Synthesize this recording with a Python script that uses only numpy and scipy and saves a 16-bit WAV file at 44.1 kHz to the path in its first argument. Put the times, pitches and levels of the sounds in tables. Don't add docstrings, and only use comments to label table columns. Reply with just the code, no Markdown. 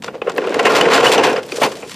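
import sys
import numpy as np
from scipy import signal
from scipy.fft import rfft, irfft, next_fast_len
from scipy.io import wavfile

SR = 44100
rng = np.random.default_rng(int(sys.argv[2]) if len(sys.argv) > 2 else 0)


def wrap_up_sound(samples):
    columns = np.atleast_2d(samples).T
    tamed = np.clip(columns, -1, 1)
    steps = np.round(tamed * 32767).astype(np.int16)
    wavfile.write(sys.argv[1], SR, steps)


def field_ratio(decibels):
    return 10 ** (np.asarray(decibels, dtype=float) / 20)


N = 85995
GRIT_PER_S, CHATTER_PER_S = 1193, 3460

# pitch_hz, width_hz, level_db
BOX_MODES = [(288, 97, -7.5), (393.5, 90, -2.5), (460, 60.4, 0), (513, 48, -6), (592, 127, -6)]
# pitch_hz, width_hz, level_db
PANEL_MODES = [(711, 34, -0.5), (840, 67, 5), (1040, 53, 0), (1400, 121, 5.5), (1558, 360, 5.5),
               (2174, 560, 4), (2430, 197, 2), (2750, 330, 2), (3050, 75, -4), (3450, 100, -7.5),
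               (3900, 750, -48)]
# frequency_hz, level_db_per_hz
PLASTIC_BULK = [(35, -99), (130, -2.5), (445, -8.5), (588, 2.5), (1050, 7.5), (1240, -2.5), (2870, -12.5),
                (7450, -33), (15700, -53)]


def rms_one(x):
    return x / np.sqrt(np.mean(x ** 2) + 1e-20)


def filtered(x, order, cutoff_hz, kind="low"):
    return signal.sosfilt(signal.butter(order, cutoff_hz, kind, fs=SR, output="sos"), x)


def colour(x, points):
    size = next_fast_len(N + 4096)
    hz = np.fft.rfftfreq(size, 1 / SR) + 1
    points_hz, points_db = np.transpose(points)
    gain = field_ratio(np.interp(np.log(hz), np.log(points_hz), points_db))
    cepstrum = irfft(np.log(gain), size)
    cepstrum[1:size // 2] *= 2
    cepstrum[size // 2 + 1:] = 0
    return irfft(rfft(x, size) * np.exp(rfft(cepstrum)), size)[..., :N]


def drift(rate_hz):
    r = np.exp(-2 * np.pi * rate_hz / SR)
    wander = signal.lfilter([1], [1, -2 * r, r * r], rng.standard_normal(N + SR))
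    return rms_one(wander[SR:])


def resonate(x, pitch_hz, width_hz):
    r = np.exp(-np.pi * width_hz / SR)
    feed = np.sqrt((1 - r * r) / 2) * np.array([1, 0, -1])
    return signal.lfilter(feed, [1, -2 * r * np.cos(2 * np.pi * pitch_hz / SR), r * r], x + 1e-18)


def grains(per_s, spread_db=3.5):
    sizes = field_ratio(spread_db * np.minimum(rng.exponential(1, N), 4)) * rng.choice([-1, 1], N)
    contact = np.clip((per_s / SR - rng.random(N)) * 200, 0, 1)
    return rms_one(sizes * contact)


def body(modes, drive):
    gains = field_ratio(np.array(modes)[:, 2])
    total = np.zeros(N)
    for k, (pitch_hz, width_hz, _) in enumerate(modes):
        total += gains[k] * (-1) ** k * resonate(drive(k), pitch_hz, width_hz)
    return total / np.sqrt(np.sum(gains ** 2))


def rolling():
    # time_s, level_db
    roll_force = [(0, -55), (0.074, -31.5), (0.124, -42.5), (0.149, -26.5), (0.207, -43.5), (0.263, -29.5),
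                  (.345, -31.5), (0.398, -25), (.62, -17), (.8, -14), (1.25, -14.5), (1.39, -22.5),
                  (1.427, -35), (1.612, -25), (1.618, -12), (1.668, -18), (1.699, -27.5), (1.95, -45.5)]
    time_s, force_db = np.transpose(roll_force)
    force_db = np.interp(np.arange(N) / SR, time_s, force_db)
    peak_db = force_db.max()
    upper_db = peak_db + 1.62 * (force_db - peak_db) + 3.34 * drift(41)
    grit = grains(GRIT_PER_S)

    def box_drive(k):
        return (grit + grains(GRIT_PER_S)) * field_ratio(force_db - 1 + 2 * drift(32))

    def panel_drive(k):
        return grains(GRIT_PER_S) * field_ratio(upper_db - 7.5)

    box = body(BOX_MODES, box_drive)
    panels = body(PANEL_MODES, panel_drive)
    bulk = field_ratio(upper_db - 5.5) * rms_one(colour(grains(CHATTER_PER_S), PLASTIC_BULK))
    return filtered(box + panels + bulk, 2, 6500)


def shaking(rows, level_db, accent_db):
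    span = 8000
    out, t = np.zeros(N + span), np.arange(span) / SR
    tail = field_ratio(-15) * np.exp(-t / 0.026)
    for row, db, accent in zip(rows, level_db, accent_db):
        start, length_s = int(row[0] * SR), max(row[3], 0.001)
        head = field_ratio(accent) * np.exp(-(t / length_s) ** 2)
        rise = 1 - np.exp(-t / (0.00011 + 0.059 * length_s))
        out[start:start + span] += field_ratio(db) * rise * (head + tail)
    return out[:N]


def rattles():
    # start_s, level_db, treble_share_db, length_s, pitch_hz
    nudges = [(.022,-19.5,-8,0.0052,3900),(.0355,-24,-5,0.0036,3900),(.043,-14.5,-7.5,0.0041,3050),(.057,-44,0,0.017,3450),(.079,-10.5,-31,0.0066,1400),(.140,-23,-47,0.0077,1040),(.2165,-8,-30,0.0081,2730),(.270,-11,-32,0.021,1400),(.295,-9,-17.5,0.0072,3450),(.317,-34,-1,0.0044,7400),(.363,-26,2,0.0011,3900),(.371,-29,-11,0.0041,5700),(.380,-1.5,-32,0.006,2750),(.415,-11.5,-32,0.0097,1400),(.470,-7,-24,0.0054,1400),(.493,-30,0.5,0.0031,7400),(.506,-24,-14,0.0034,7400),(.525,-18,-47,0.021,2430),(.542,-1.5,-18.5,0.006,3450),(.562,-22,-15,0.0032,1400),(.592,2,-22.5,0.01,7400),(.628,-16,-11,0.0061,7400)]
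    # start_s, level_db, treble_share_db, length_s
    bumps = [(0.6509, 4.5, -22.5, 0.027), (0.691, -7.5, -15, 0.078), (0.7477, -4, -11.5, 0.045),
             (0.8096, 6.5, -18, 0.0056), (0.851, -6, -26, 0.014), (0.896, -6.5, -17.5, 0.091),
             (0.9106, -14.5, -18, 0.042), (0.9285, -6, -10.5, 0.046), (0.947, -2, -36, 0.042),
             (0.9787, -10, -20, 0.0052), (1.0004, -23, -1, 0.011), (1.026, -3, -20, 0.062),
             (1.042, -7.5, -14, 0.071), (1.065, -27, -21, 0.026), (1.0844, -30, -9, 0.074),
             (1.1154, -6, -6, 0.029), (1.143, -19, -6, 0.013), (1.1772, 0, -23.5, 0.02),
             (1.2326, 2, -16, 0.023), (1.261, -10, -19, 0.062), (1.296, -13, -27, 0.021),
             (1.329, -16, -12, 0.0034), (1.3589, -3, -29, 0.011), (1.3765, -16, -21.5, 0.019)]
    # start_s, level_db, treble_share_db, length_s, pitch_hz
    settling = [(1.429,-29,-1.5,0.0076,5700),(1.464,-46,-2,0.0017,8900),(1.489,-36,1,0.011,4900),(1.519,-27,-5.5,0.0059,2420),(1.5212,-26.5,5.5,0.0012,4400),(1.617,-5,-31,0.012,830),(1.631,-7,-10,0.025,4400),(1.657,-3.5,-34,0.0048,2750),(1.717,-19,-9.5,0.01,2750),(1.753,-20.5,-3,0.0021,2750),(1.823,-16.5,-32,0.02,1040),(1.876,-64,18,0.0047,5700),(1.895,-25,-1,0.0023,7400),(1.917,-33.5,12,0.0013,3050),(1.942,-36,6,0.0047,5700)]
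    # pitch_hz, width_hz, level_db
    axle_modes = [(4400, 330, -3), (4900, 57, -5.5), (5700, 390, -6), (7400, 250, -1.5), (8900, 3200, -4)]
    rows = [*nudges, *bumps, *settling]
    low_db, share_db = np.array([row[1:3] for row in rows]).T
    high_db, even_db = low_db + share_db, np.zeros(len(rows))
    favoured_hz = np.array([row[4] if len(row) > 4 else 20 for row in rows])
    chatter, ticks = grains(CHATTER_PER_S), grains(1706, spread_db=2)

    def ring(modes, level_db):
        def drive(k):
            octaves = np.log2(modes[k][0] / favoured_hz)
            favour = np.exp(-(octaves / 0.16) ** 2) - (favoured_hz > 20) / 4
            accent_db = 3 * rng.standard_normal(len(rows)) + 7 * favour
            return chatter * shaking(rows, level_db, accent_db)
        return body(modes, drive)

    def treble(x):
        return filtered(colour(x, PLASTIC_BULK), 2, 4200, "high")

    bulk = colour(chatter * shaking(rows, low_db - 18.5, even_db), PLASTIC_BULK)
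    bulk = bulk / colour(chatter, PLASTIC_BULK).std()
    fizz = treble(ticks * shaking(rows, high_db - 1.5, even_db)) / treble(ticks).std()
    dull = ring(PANEL_MODES, low_db - 11.5) + ring(BOX_MODES, low_db - 15) + bulk
    return filtered(dull, 3, 3130) + ring(axle_modes, high_db - 12) + fizz


def thumps():
    # start_s, peak_db, rocking_pitch_hz
    wheel_drops = [(0.042, -22, 506), (0.068, -41, 500), (0.083, -18, 502), (0.141, -27, 452),
                   (0.218, -8, 480), (0.264, -13, 464), (0.277, -1, 510), (0.368, -13, 470),
                   (0.385, -6, 460), (0.419, -8.5, 470), (0.47, -7.5, 463), (0.504, -2.5, 460),
                   (0.564, -5.5, 448), (0.597, -5, 480), (0.608, -1.5, 460), (0.657, 1, 430),
                   (0.68, -3, 473), (0.725, -7, 447), (0.868, -2, 532), (0.912, -10, 544), (0.983, 0, 410),
                   (1.034, 3, 447), (1.126, -5.5, 422), (1.182, -2, 460), (1.359, -22, 474),
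                   (1.439, -27, 473), (1.523, -15, 460), (1.55, -29, 436), (1.582, -9, 470),
                   (1.617, 0, 648), (1.77, -34, 455), (1.83, -21.5, 620)]
    span, rock_s = 900, 0.0077
    t, push = np.arange(span) / SR, np.zeros(N + span)
    swell = np.sin(np.pi * np.clip(t / rock_s, 0, 1)) ** 2
    for start_s, peak_db, rock_hz in wheel_drops:
        start = int(start_s * SR)
        push[start:start + span] += field_ratio(peak_db - 6.5) * swell * np.sin(2 * np.pi * rock_hz * t)
    push = push[:N]
    return push + field_ratio(-24) * body(BOX_MODES, lambda k: push * (-1) ** k)


def taps():
    # start_s, peak_db, pitch_hz, decay_s
    loose_taps = [(.2175, -18, 2540, 0.003), (.217, -19, 1320, 0.0013), (.292, -15, 1450, .003),
                  (.3005, -23, 1400, .002), (.351, -23, 9000, .00008), (.3755, -10.5, 11000, 0.00007),
                  (0.38, -14.5, 1500, .003), (.523, -17, 1500, .002), (.530, -26, 13000, .00008),
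                  (.7526, -9, 4960, .002), (.765, -14, 4900, 0.0028), (.811, -6.5, 2995, 0.0061),
                  (.934, -22, 7460, .003), (.943, -10, 4950, 0.0038), (.980, -2, 1400, .004),
                  (1.054, -8, 4760, 0.0012), (1.066, -4, 2920, 0.0091), (1.067, -13, 5440, 0.0024),
                  (1.123, -26, 7300, .002), (1.123, -5.5, 3480, 0.0045), (1.1795, -5, 3000, 0.0033),
                  (1.180, -11, 5900, 0.0023), (1.241, -24, 2900, .003), (1.243, -15.5, 6100, 0.0037),
                  (1.331, -23, 5500, .002), (1.366, -19, 4970, 0.0022), (1.381, -27, 2060, 0.0022),
                  (1.5195, -14.5, 2480, .004), (1.5200, -18, 4400, 0.0027), (1.562, -24.5, 5960, 0.0015),
                  (1.5685, -34, 4300, 0.0033), (1.6175, -7, 805, 0.0036), (1.4645, -20, 12000, .00008),
                  (1.619, -4, 12000, .00008), (1.633, -3, 11000, .00008), (1.664, -11, 12000, .00008),
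                  (1.693, -30, 10000, .0001), (1.759, -30, 4050, .002), (1.822, -34, 7040, .002),
                  (1.8935, -22, 10000, .00015), (1.9167, -24, 3050, .0012), (1.943, -23, 10000, .00012)]
    span, bounce_s, bounce_loss_db, detune = 1500, 0.0012, 3, 0.07
    t, out = np.arange(span) / SR, np.zeros(N + 2000)
    for start_s, peak_db, pitch_hz, decay_s in loose_taps:
        decay_s = max(decay_s, 4e-5)
        shape = (1 - np.exp(-t / (0.052 * decay_s))) * np.exp(-t / decay_s)
        for k, (late, off) in enumerate(rng.uniform(-1, 1, (3, 2))):
            start = int((start_s + bounce_s * k * (1 + late / 2)) * SR)
            hit_hz = pitch_hz * (1 + detune * off * (k > 0))
            level = field_ratio(peak_db - bounce_loss_db * (k + 1))
            out[start:start + span] += level * shape * np.sin(2 * np.pi * hit_hz * t)
    return out[:N]


def scuff():
    # time_s, level_db
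    drag = [
        (1.418, -47.5),
        (1.5, -43.5),
        (1.57, -31),
        (1.658, -30),
        (1.7, -41.5),
        (1.8, -40),
        (1.86, -48),
        (1.919, -32),
        (1.95, -49),
    ]
    time_s, drag_db = np.transpose(drag)
    crunch = rms_one(filtered(grains(4900, spread_db=3), 2, [1080, 7400], "band"))
    return crunch * field_ratio(np.interp(np.arange(N) / SR, time_s, drag_db, left=-120) + 2.7 * drift(29))


def wall_echo(x):
    # delay_s, level_db
    reflections = [(.0043, -24.5)]
    dull = signal.lfilter([0.6], [1, -0.4], x)
    return x + sum(field_ratio(db) * np.pad(dull, (int(delay_s * SR), 0))[:N] for delay_s, db in reflections)


def yard_air():
    # frequency_hz, level_db_per_hz
    air_spectrum = [(30, 17), (90, 8.5), (200, 10), (800, -13), (1500, -21.5), (15000, -33.5)]
    return field_ratio(-38) * rms_one(colour(rng.standard_normal(N), air_spectrum))


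def two_ports(mid):
    # frequency_hz, side_minus_mid_db
    port_width = [(60, -16), (300, -26.5), (1200, -28), (6000, -15), (15000, -19)]
    scatter = rng.standard_normal(6000) * np.exp(-np.arange(6000) / SR / 0.03)
    scatter = scatter / np.linalg.norm(scatter)
    side = colour(signal.fftconvolve(mid, scatter)[:N], port_width)
    side = side + 0.09 * filtered(mid, 1, 3500, "high")
    return np.array([mid + side, mid - side])


def scene():
    sources = rolling() + rattles() + thumps() + taps() + scuff()
    return two_ports(wall_echo(sources) + yard_air())


def top_cut(x):
    return signal.sosfilt(signal.butter(12, 15840, fs=SR, output="sos"), x)


def record(dry):
    ceiling = 0.88
    x = filtered(ceiling * np.tanh(dry / ceiling), 3, 120, "high")
    x = np.clip(x, -ceiling, ceiling)
    x = signal.sosfilt(signal.cheby2(12, 70, 16500, fs=SR, output="sos"), x)
    return top_cut(x)


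dry = scene()
out = record(dry)
wrap_up_sound(out)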